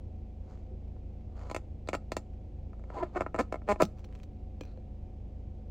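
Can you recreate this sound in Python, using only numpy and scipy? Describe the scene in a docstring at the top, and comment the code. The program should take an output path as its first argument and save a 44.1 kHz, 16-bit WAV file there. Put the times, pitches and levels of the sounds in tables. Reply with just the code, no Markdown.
"""A plastic straw, close and central, is tugged by a small dog through the lid of an empty cup: it sticks
and slips in the slit as single clicks, then short creaks, until a rising pop as it comes free.
Teeth tick on the straw, which drops on to the seat; the cup's lid and the straw ring as filtered pushes.
Behind: an idling car's firing harmonics, rumble and ventilation noise, and two faint fan tones,
with short reflections from an upholstered cabin around the microphone."""
import sys
import numpy as np
from scipy import signal
from scipy.fft import rfft, irfft
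from scipy.io import wavfile

SR = 44100
rng = np.random.default_rng(int(sys.argv[2]) if len(sys.argv) > 2 else 0)


def wav_out(sig):
    """Save sig, one row per channel (or a flat mono array), as 16-bit PCM at SR to the path in sys.argv[1]."""
    wavfile.write(sys.argv[1], SR, np.round(np.clip(np.atleast_2d(sig).T, -1, 1) * 32767).astype(np.int16))


N = 251370
T = np.arange(N) / SR
SIZE = 2 ** 14  # samples in one response
HZ = np.arange(SIZE // 2 + 1) * SR / SIZE

# Single slips of the straw in the slit, close by; the last one frees it:
# (t/s, level/dB, treble shelf/dB, ring of the slit's flap f/Hz, lift near that ring/dB)
SLIP_EVENTS = [(0.963, -65, -20, 1010, 19), (1.391, -56, 6, 1300, 7), (1.412, -53.5, 2, 1600, 13),
               (1.457, -57, -3, 1100, 6), (1.467, -53, -4, 1100, 7), (1.4981, -39.5, 5.5, 900, 9),
               (1.512, -33.5, 6.5, 900, 9.5), (1.5457, -30.5, 6, 2180, 2.5), (1.5626, -31, 6.5, 2200, 1.5),
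               (1.8736, -46.5, 2, 4600, 12), (1.8867, -28.5, 3.5, 2660, 7),
               (1.9305, -28.5, -1.5, 2640, 7.5), (1.9361, -34, 7, 1400, 2), (1.9414, -31, 4, 1310, 14.5),
               (1.9485, -28.5, 6, 1750, 8), (2.1182, -29.5, 6.5, 4300, 3.5), (2.1662, -27.5, 7.5, 2720, -3),
               (2.731, -53, -6, 1250, 7.5), (2.794, -55.5, -3, 1500, 2), (2.838, -52, -5, 1300, 1),
               (2.901, -42, -9, 1800, 5.5), (3.186, -45.5, -11, 1090, -1), (3.199, -41, -8, 900, 6),
               (3.2068, -24, -5.5, 550, -0.5), (3.2625, -32, -13, 1300, 8), (3.3433, -29.5, -9, 1510, 3.5),
               (3.3495, -33, -8, 452, 0), (3.3602, -36.5, -1.5, 1290, 7), (3.5235, -28.5, -3, 447, 3),
               (3.541, -30.5, -7, 700, 2), (3.5558, -37.5, -9, 500, -2), (3.6176, -51, -13, 1290, 6),
               (3.7585, -39.5, -8, 890, 1.5), (3.8116, -23.5, -11, 1230, 6), (3.8209, -18, 0, 1270, 10.5),
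               (3.8212, -17.5, -1, 560, 7)]


def slips():
    """The straw jumps in the slit and the lid snaps back."""
    out = np.zeros(N)
    for start, level_db, treble_db, flap_hz, flap_db in SLIP_EVENTS:
        click = irfft(lid_response(flap_hz, flap_db) * contact(treble_db))
        add(out, start, from_db(level_db) * click)
    return out


# Creaks and squeals at the lid, runs of quick slips:
# (start t/s, length t/s, first slip rate f/Hz, last slip rate f/Hz, level/dB, swell/dB, unevenness 0-1,
#  treble shelf/dB, first ring of the flap f/Hz, last ring f/Hz, lift near the ring/dB)
CREAK_RUNS = [(2.917, 0.022, 980, 850, -61.5, 3, 0.08, -17, 1000, 900, 13),
              (2.942, 0.039, 820, 810, -49, 5, 0.08, -21, 820, 840, 19),
              (2.946, 0.054, 258, 275, -43.5, 11, 0.2, -16, 396, 450, 15),
              (2.961, 0.032, 1010, 1030, -52, 2, 0.04, -19, 1020, 1080, 12),
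              (2.972, 0.022, 200, 237, -48.5, 3, 0.18, -16, 1800, 2250, 9),
              (2.999, 0.021, 920, 967, -45.5, 3, 0.1, -13, 930, 990, 18),
              (3.002, 0.033, 310, 430, -40, 10, 0.05, -27, 330, 350, 14.5),
              (3.025, 0.0093, 354, 338, -28.5, 4.5, 0, -17, 596, 400, 9.5),
              (3.046, 0.026, 700, 560, -54.5, 1, .08, -15, 910, 900, 2),
              (3.148, 0.0072, 397, 355, -44, 1.5, 0, -14, 800, 1100, 12),
              (3.158, 0.017, 350, 366, -32, 0, 0.04, -8.5, 480, 1150, 9.5),
              (3.2125, 0.0091, 197, 211, -32.5, 2, 0.06, -3, 1270, 1390, 11.5),
              (3.3791, 0.0038, 227, 290, -35, 8.5, 0.05, -7, 1090, 1500, -1),
              (3.3874, 0.022, 231, 226, -26, 2.5, 0.12, -0.5, 1530, 263, 5),
              (3.6747, .011, 240, 190, -34, 11.5, 0.1, -12, 1010, 1010, -5),
              (3.687, 0.035, 206, 203, -24.5, -0.5, 0.01, -1, 915, 2460, 4.5),
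              (3.8005, 0.011, 290, 310, -24.5, 2, .16, -4.5, 900, 1226, 6)]
CREAK_ATTACK, CREAK_RELEASE = 0.54, 0.32  # shares of a creak's length


def creaks(max_slips=50):
    """Under a steady pull the slips follow at a gliding rate; each run swells, holds and lets go."""
    out = np.zeros(N)
    for (start, length, first_rate, last_rate, level_db, swell_db, uneven,
         treble_db, first_hz, last_hz, flap_db) in CREAK_RUNS:
        timing, strength = rng.standard_normal((2, max_slips))
        expected_slips = length * (first_rate + last_rate) / 2
        rate = np.interp(np.arange(max_slips), [0, expected_slips], [first_rate, last_rate])
        # early and late slips add up, so the pitch wanders
        gaps = np.abs(1 + uneven * timing) / rate
        at = np.cumsum(gaps) - gaps[0]
        at = at[at <= length]
        slack = np.interp(at / length, [0, CREAK_ATTACK, 1 - CREAK_RELEASE, 1], [1, 0, 0, 1])
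        force = from_db(level_db - swell_db * slack + 10 * uneven * strength[:len(at)])
        # the flap bends as the straw moves, so its ring shifts through the run
        bend = (np.arange(len(at)) + 0.5) / len(at)
        creak = 0
        for flap_hz, share in ((first_hz, 1 - bend), (last_hz, bend)):
            lid = lid_response(flap_hz, flap_db)
            push = contact(treble_db, tear_s=0.0055, tear_hz=2920, at=at, force=force * share)
            creak = creak + lid * push
        # the pull fixes the energy released, however the rings of the slips overlap
        energy_gain = np.linalg.norm(force) * np.linalg.norm(lid) / np.linalg.norm(creak)
        add(out, start, irfft(creak * energy_gain))
    return out


# Modes of the lid and cup, close by: (f/Hz, width f/Hz, level/dB)
LID_MODES = [(215, 72, 5), (327.5, 151, 9.5), (520, 310, 7.5), (628, 136, 12), (828, 58, 6),
             (1008, 133, 3.5), (1291, 263, 1.5), (1802, 190, -4), (2223, 306, -5.5), (2603, 370, -12),
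             (3440, 570, -22.5), (4350, 1200, -20.5), (5320, 510, -25), (6910, 2400, -21.5),
             (14950, 2000, -38.5)]


def lid_response(flap_hz, flap_db, flap_octaves=0.48, detune=0.011):
    """Each slip shares its force differently among the modes and favours those near the flap's ring."""
    hz, width, level_db = np.transpose(LID_MODES)
    pitch_chance, level_chance = np.clip(rng.standard_normal((2, len(LID_MODES))), -2, 2)
    favour_db = flap_db * np.exp(-(np.log2(hz / flap_hz) / flap_octaves) ** 2)
    modes = zip(hz * (1 + detune * pitch_chance), width, level_db + favour_db + level_chance)
    return body(modes, travel_s=0.0016)


def contact(treble_db, corner_hz=2400, tear_s=0.0041, tear_hz=2200, at=(0,), force=(1,)):
    """Each contact is one push in the bass and a brief burst of tiny tears in the treble; soft ones are dull."""
    pushes = np.array(force) @ np.exp(-2j * np.pi * np.outer(at, HZ))
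    age = T[:SIZE] - np.array(at)[:, None]
    tear_power = np.square(force) @ (np.exp(-2 * np.abs(age) / tear_s) * (age >= 0))
    tears = rng.standard_normal(SIZE) * np.sqrt(tear_power)
    tears = rfft(tears * np.linalg.norm(force) / np.linalg.norm(tears))
    # crossover: pushes below tear_hz, tears above
    s = 1j * HZ / tear_hz
    drive = (pushes + s ** 3 * tears) / ((1 + s) * (1 + s + s * s))
    # treble shelf around corner_hz
    s = 1j * HZ / corner_hz
    gain = from_db(treble_db)
    return drive * (1 + np.sqrt(gain) * s + gain * s * s) / (1 + s + s * s)


def body(modes, travel_s):
    """Causal response of thin plastic; bending waves carry treble ahead of bass. Unit rms over 5 ms."""
    power = sum((from_db(db) * resonance(HZ, hz, width)) ** 2 for hz, width, db in modes)
    # the causal half of the cepstrum gives minimum phase
    cepstrum = irfft(np.log(power + 1e-7))[:SIZE // 2]
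    dispersion = 4j * np.pi * travel_s * np.sqrt(1000 * HZ)
    response = np.exp(rfft(cepstrum, SIZE) - dispersion)
    return response / np.sqrt(np.sum(irfft(response) ** 2) / (0.005 * SR))


def resonance(hz, centre, width):
    """Gain of a resonance with steep skirts, 1 on top."""
    return (hz * width) ** 2 / ((centre ** 2 - hz ** 2) ** 2 + (hz * width) ** 2)


# The straw gliding without sticking, in the slit and at last between the teeth:
# (start t/s, length t/s, hiss level/dB, crackle level/dB, rise/dB per s, fall/dB per s)
GLIDE_EVENTS = [(0.507, 0.017, -60.5, -72.5, 174, 140), (1.387, 0.026, -54, -68.5, 233, 110),
                (1.463, 0.055, -54, -74, 200, 197), (2.954, 0.053, -47.5, -74, 257, 173),
                (3.164, 0.014, -52, -64, 299, 303), (3.809, 0.014, -58, -51.5, 595.5, 594),
                (3.987, 0.011, -68, -71.5, 304, 397), (4.12, .09, -73, -80, 200, 300)]
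# Relative colour of the friction hiss: (f/Hz, level/dB per Hz)
FRICTION_COLOUR = [(150, -2.5), (400, 14.5), (900, 9), (1300, 5), (1600, -6.5), (2300, -14), (3000, -11.5),
                   (3900, -16), (4500, -13), (5500, -23.5), (7200, -17.5), (10500, -44), (15000, -37.5)]
# Relative colour of the crackle as the slit's edges catch on the straw: (f/Hz, level/dB per Hz)
CRACKLE_COLOUR = [(500, -19.5), (1300, 4.5), (2200, 5.5), (3300, -8.5), (4500, 1.5), (5500, -5.5),
                  (6800, -1), (9000, -20.5), (15000, -29)]
CRACKLES_PER_S = 740
# rub during each creak: level from the creak's own, rise, fall
CREAK_RUB_DB, CREAK_RUB_RISE_DB_PER_S, CREAK_RUB_FADE_DB_PER_S = -11.5, 1397, 562


def slide(grain_db=2.5, patchy_db=2.0):
    """Grainy friction hiss whenever the straw glides or creaks; a glide also crackles."""
    gliding, catching, creaking = [], [], []
    for start, length, hiss_db, crackle_db, rise, fall in GLIDE_EVENTS:
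        gliding.append(swell(start, length, hiss_db, rise, fall))
        catching.append(swell(start, length, crackle_db, 2 * rise, fall))  # crackle rises twice as fast
    for start, length, _, _, level_db, *_ in CREAK_RUNS:
        hold_start = start + CREAK_ATTACK * length
        hold_length = (1 - CREAK_ATTACK - CREAK_RELEASE) * length
        creaking.append(swell(hold_start, hold_length, level_db + CREAK_RUB_DB,
                              CREAK_RUB_RISE_DB_PER_S, CREAK_RUB_FADE_DB_PER_S))
    flutter_db = grain_db * drift(300) + patchy_db * drift(35)
    hiss = rms_one(noise(FRICTION_COLOUR) * from_db(flutter_db))
    crackle = noise(CRACKLE_COLOUR, CRACKLES_PER_S)
    return np.max(gliding + creaking, axis=0) * hiss + np.max(catching, axis=0) * crackle


POP_S, POP_DB, POP_T60_S, POP_ATTACK_S = 3.828, -19.5, 0.1, 0.0048  # level before attack and decay
POP_FROM_HZ, POP_TO_HZ, POP_CLEARS_S = 67, 226.3, 0.0095


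def pop():
    """The cup's air rings as the straw leaves; its note rises while the hole clears."""
    out, t = np.zeros(N), T[:SIZE]
    hz = POP_TO_HZ + (POP_FROM_HZ - POP_TO_HZ) * np.exp(-t / POP_CLEARS_S)
    level = from_db(POP_DB - 60 * t / POP_T60_S) * (1 - np.exp(-t / POP_ATTACK_S))
    add(out, POP_S, level * np.sin(2 * np.pi * np.cumsum(hz) / SR))
    return out


# Knocks on the straw as it flicks past the lid, shifts between the teeth and bounces on the seat:
# (t/s, level/dB, treble shelf/dB, width added by the grip f/Hz)
STRAW_KNOCKS = [(0.5743, -68.5, -8, 1100), (0.88, -73, -3, 900), (1.21, -74, -6, 990),
                (2.335, -70.5, -3, 900), (3.8194, -42, 8.5, 4500), (3.832, -49, 14.5, 700),
                (3.8376, -58.5, 16, 640), (3.844, -61, 3, 900), (3.852, -51.5, 8, 1000),
                (3.985, -68, 6, 420), (3.993, -65.5, 3.5, 840), (4.0432, -56.5, 1.5, 310),
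                (4.047, -57, 0, 1400), (4.089, -69, -4, 1500), (4.126, -63, -4, 1400),
                (4.133, -66, -7, 1400), (4.152, -58, -3, 1700), (4.158, -63, -3, 1500),
                (4.2004, -61.5, -10, 740), (4.233, -61, 5.5, 950), (4.237, -62.5, 2, 1100),
                (4.6096, -49.5, 4, 360), (4.6105, -47.5, -15, 20), (4.635, -57.5, 3, 240),
                (4.652, -62.5, 4, 540), (4.664, -68, -10, 530), (4.672, -68, -10, 500),
                (4.682, -74, -14, 400), (4.711, -72, -10, 350), (4.7738, -68.5, -9, 110)]
# Modes of the straw, an open tube: (f/Hz, width f/Hz, level/dB)
STRAW_MODES = [(800, 390, 3.5), (1626, 88, 3), (2446, 70, 13.5), (3200, 520, -9.5), (4185, 140, 0),
               (5040, 230, -8.5), (5920, 260, -5.5), (7400, 1400, -21), (15100, 3400, -28)]


def straw():
    """A free straw rings like a tube; a grip widens and flattens its modes, leaving a dry tick."""
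    out = np.zeros(N)
    for start, level_db, treble_db, grip_hz in STRAW_KNOCKS:
        modes = []
        for hz, width, mode_db in STRAW_MODES:
            damping_db = 20 * np.log10(1 + grip_hz / width)
            chance_db = 0.5 * rng.standard_normal()
            modes.append((hz, width + grip_hz, mode_db - damping_db + chance_db))
        tick = contact(treble_db, corner_hz=3620, tear_s=0.0023, tear_hz=3300)
        add(out, start, from_db(level_db) * irfft(body(modes, travel_s=0.00012) * tick))
    return out


# Soft thumps on the seat: (t/s, f/Hz, starting level/dB, t60/s)
SEAT_THUMPS = [(0.714, 371, -47, 0.17), (4.6114, 294, -39, 0.062), (4.612, 495, -30.5, 0.015),
               (4.7750, 525, -40, 0.026)]


def thumps():
    """The padded seat answers with short dull notes."""
    out, t = np.zeros(N), T[:SIZE]
    for start, hz, level_db, t60 in SEAT_THUMPS:
        add(out, start, from_db(level_db - 60 * t / t60) * np.sin(2 * np.pi * hz * t))
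    return out


# Relative colour of the rasp on the seat: (f/Hz, level/dB per Hz)
RASP_COLOUR = [(600, -18), (1400, 3), (2000, -7.5), (2450, -3), (3000, -17), (4200, -1), (4520, -5),
               (5000, -16), (6200, -17), (9000, -29), (15000, -36)]
SKID_START_S, SKID_LENGTH_S, SKID_DB = 4.64, 0.08, -73


def skid(grains_per_s=2000, rise_db_per_s=900, fall_db_per_s=400):
    """The dropped straw rasps thinly over the weave of the seat."""
    gain = swell(SKID_START_S, SKID_LENGTH_S, SKID_DB, rise_db_per_s, fall_db_per_s)
    return gain * noise(RASP_COLOUR, grains_per_s)


# Early decay in the upholstered cabin: (f/Hz, t60/s)
CABIN_DECAY = [(200, 0.11), (1000, 0.074), (4000, 0.06), (8000, 0.083), (16000, 0.07)]


def cabin(x, late_db=-25, late_t60=0.34, first_s=0.0018):
    """Dense early reflections that the seats soak up quickly, and a faint tail between the windows."""
    t, edges = T[:SIZE], [100, 400, 1500, 4000, 9000, SR / 2]
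    white = rfft(rng.standard_normal(SIZE))
    echo = 0
    for low, high in zip(edges, edges[1:]):
        t60 = at_hz(CABIN_DECAY, np.sqrt(low * high))
        decay = from_db(-60 * t / t60) + from_db(late_db - 60 * t / late_t60)
        echo = echo + irfft(white * (HZ >= low) * (HZ < high)) * decay
    # silent until first_s, full at twice that
    echo = echo * np.clip(t / first_s - 1, 0, 1)
    return signal.fftconvolve(x, echo / np.sqrt(np.sum(echo ** 2)))[:N]


# Engine hum in the cabin: (multiple of the firing rate, mean level/dB rms)
FIRING_ORDERS = [(1, -52.5), (2, -47), (3, -48), (4, -64.5), (5, -64), (6, -72), (7, -63), (8, -59),
                 (10, -67), (11, -72.5), (13, -67.5)]
# Relative colour of engine rumble and ventilation: (f/Hz, level/dB per Hz)
AIR_COLOUR = [(20, -19), (36, 0), (75, 0), (115, -4), (160, -11.5), (350, -18.5), (520, -20.5), (780, -27),
              (1050, -40), (1280, -44.5), (1700, -47.5), (2350, -43.5), (2900, -47), (3800, -51.5),
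              (6500, -56.5), (10000, -68), (16000, -68.5)]
# Stereo width of rumble and ventilation: (f/Hz, side minus mid level/dB)
AIR_SIDE = [(60, -76), (110, -73.5), (200, -32.5), (380, -10.5), (700, -5.5), (1290, -1), (2380, -16),
            (4400, -9.5), (8120, -12.5), (15000, -4)]
# the idle slowly settles and hunts a little: start rate, fall, spread
IDLE_HZ, IDLE_SAG_HZ_PER_S, IDLE_HUNT_HZ = 27.5, 0.1, 0.15


def engine(waver_db=0.7):
    """Firing orders boom in the cabin over a rumble that throbs with the engine; gives mid and side."""
    firings = IDLE_HZ - IDLE_SAG_HZ_PER_S * T + IDLE_HUNT_HZ * drift(0.98)
    turn = 2 * np.pi * np.cumsum(firings) / SR  # one turn per firing
    hum = np.zeros(N)
    for order, level_db in FIRING_ORDERS:
        level = np.sqrt(2) * from_db(level_db + waver_db * drift(8.0))
        phase = 2 * np.pi * rng.random() + 0.032 * order * drift(1.5)
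        hum += level * np.sin(order * turn + phase)
    air, across = from_db(-48.0) * np.array([noise(AIR_COLOUR), noise(AIR_COLOUR)])
    throb = from_db(0.6 * np.sin(turn))
    width = from_db(at_hz(AIR_SIDE, np.arange(N // 2 + 1) * SR / N))
    return hum + air * throb, irfft(rfft(across) * width, N)


# Faint fan tones: (f/Hz, wander f/Hz, mean level/dB rms)
FAN_TONES = [(517, 5.06, -69.5), (741, 5, -70.5)]


def fan(waver_db=2.0):
    """The blower sings faintly on two nearly steady tones."""
    out = np.zeros(N)
    for hz, wander, level_db in FAN_TONES:
        level = np.sqrt(2) * from_db(level_db + waver_db * drift(5.2))
        out += level * np.sin(2 * np.pi * np.cumsum(hz + wander * drift(12)) / SR)
    return out


def from_db(db):
    """Decibels to gain."""
    return 10 ** (np.asarray(db) / 20)


def rms_one(x):
    """Scale to rms 1."""
    return x / np.sqrt(np.mean(x ** 2) + 1e-20)


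def at_hz(points, hz):
    """A spectrum joined by straight lines on a log-frequency axis."""
    knots, values = np.transpose(points)
    return np.interp(np.log(np.maximum(hz, 1)), np.log(knots), values)


def noise(spectrum, grains_per_s=SR):
    """Noise of a given colour above 18 Hz, smooth or made of separate grains; rms 1."""
    hz = np.arange(N // 2 + 1) * SR / N
    grains = rng.standard_normal(N) * (rng.random(N) < grains_per_s / SR)
    return rms_one(irfft(rfft(grains) * from_db(at_hz(spectrum, hz)) * (hz > 18), N))


def drift(rate_hz):
    """Slow chance, mostly below rate_hz, with rms 1."""
    hz = np.arange(N // 2 + 1) * SR / N
    return rms_one(irfft(rfft(rng.standard_normal(N)) / (1 + (hz / rate_hz) ** 4), N))


def swell(start, length, db, rise_db_per_s, fall_db_per_s):
    """Gain that rises, holds from start for length, and falls."""
    before = np.maximum(start - T, 0)
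    after = np.maximum(T - start - length, 0)
    return from_db(db - rise_db_per_s * before - fall_db_per_s * after)


def high_pass(x, hz):
    """Second-order high-pass."""
    return signal.sosfilt(signal.butter(2, hz, "high", fs=SR, output="sos"), x)


def add(out, start, sound):
    """Mix a sound in from start, in seconds."""
    i = max(round(start * SR), 0)
    out[i:i + len(sound)] += sound[:N - i]


def scene():
    """Straw, cup and seat are close and central; reflections and cabin air differ between the sides."""
    plastic = slips() + creaks() + slide() + pop() + straw() + thumps() + skid()
    treble = high_pass(plastic, hz=3550)
    car_mid, car_side = engine()
    mid = plastic + from_db(-13.5) * cabin(plastic) + from_db(-13.0) * cabin(treble)
    mid = mid + car_mid + fan()
    side = from_db(-25.0) * cabin(high_pass(plastic, hz=611)) + from_db(-15.0) * cabin(treble)
    side = side + car_side
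    return np.array([mid + side, mid - side])


CUTOFF_HZ = 15900


def record(dry):
    """At the microphone the top is cut steeply."""
    return signal.sosfilt(signal.ellip(10, 0.1, 80, CUTOFF_HZ, fs=SR, output="sos"), dry)


dry = scene()
out = record(dry)
wav_out(out)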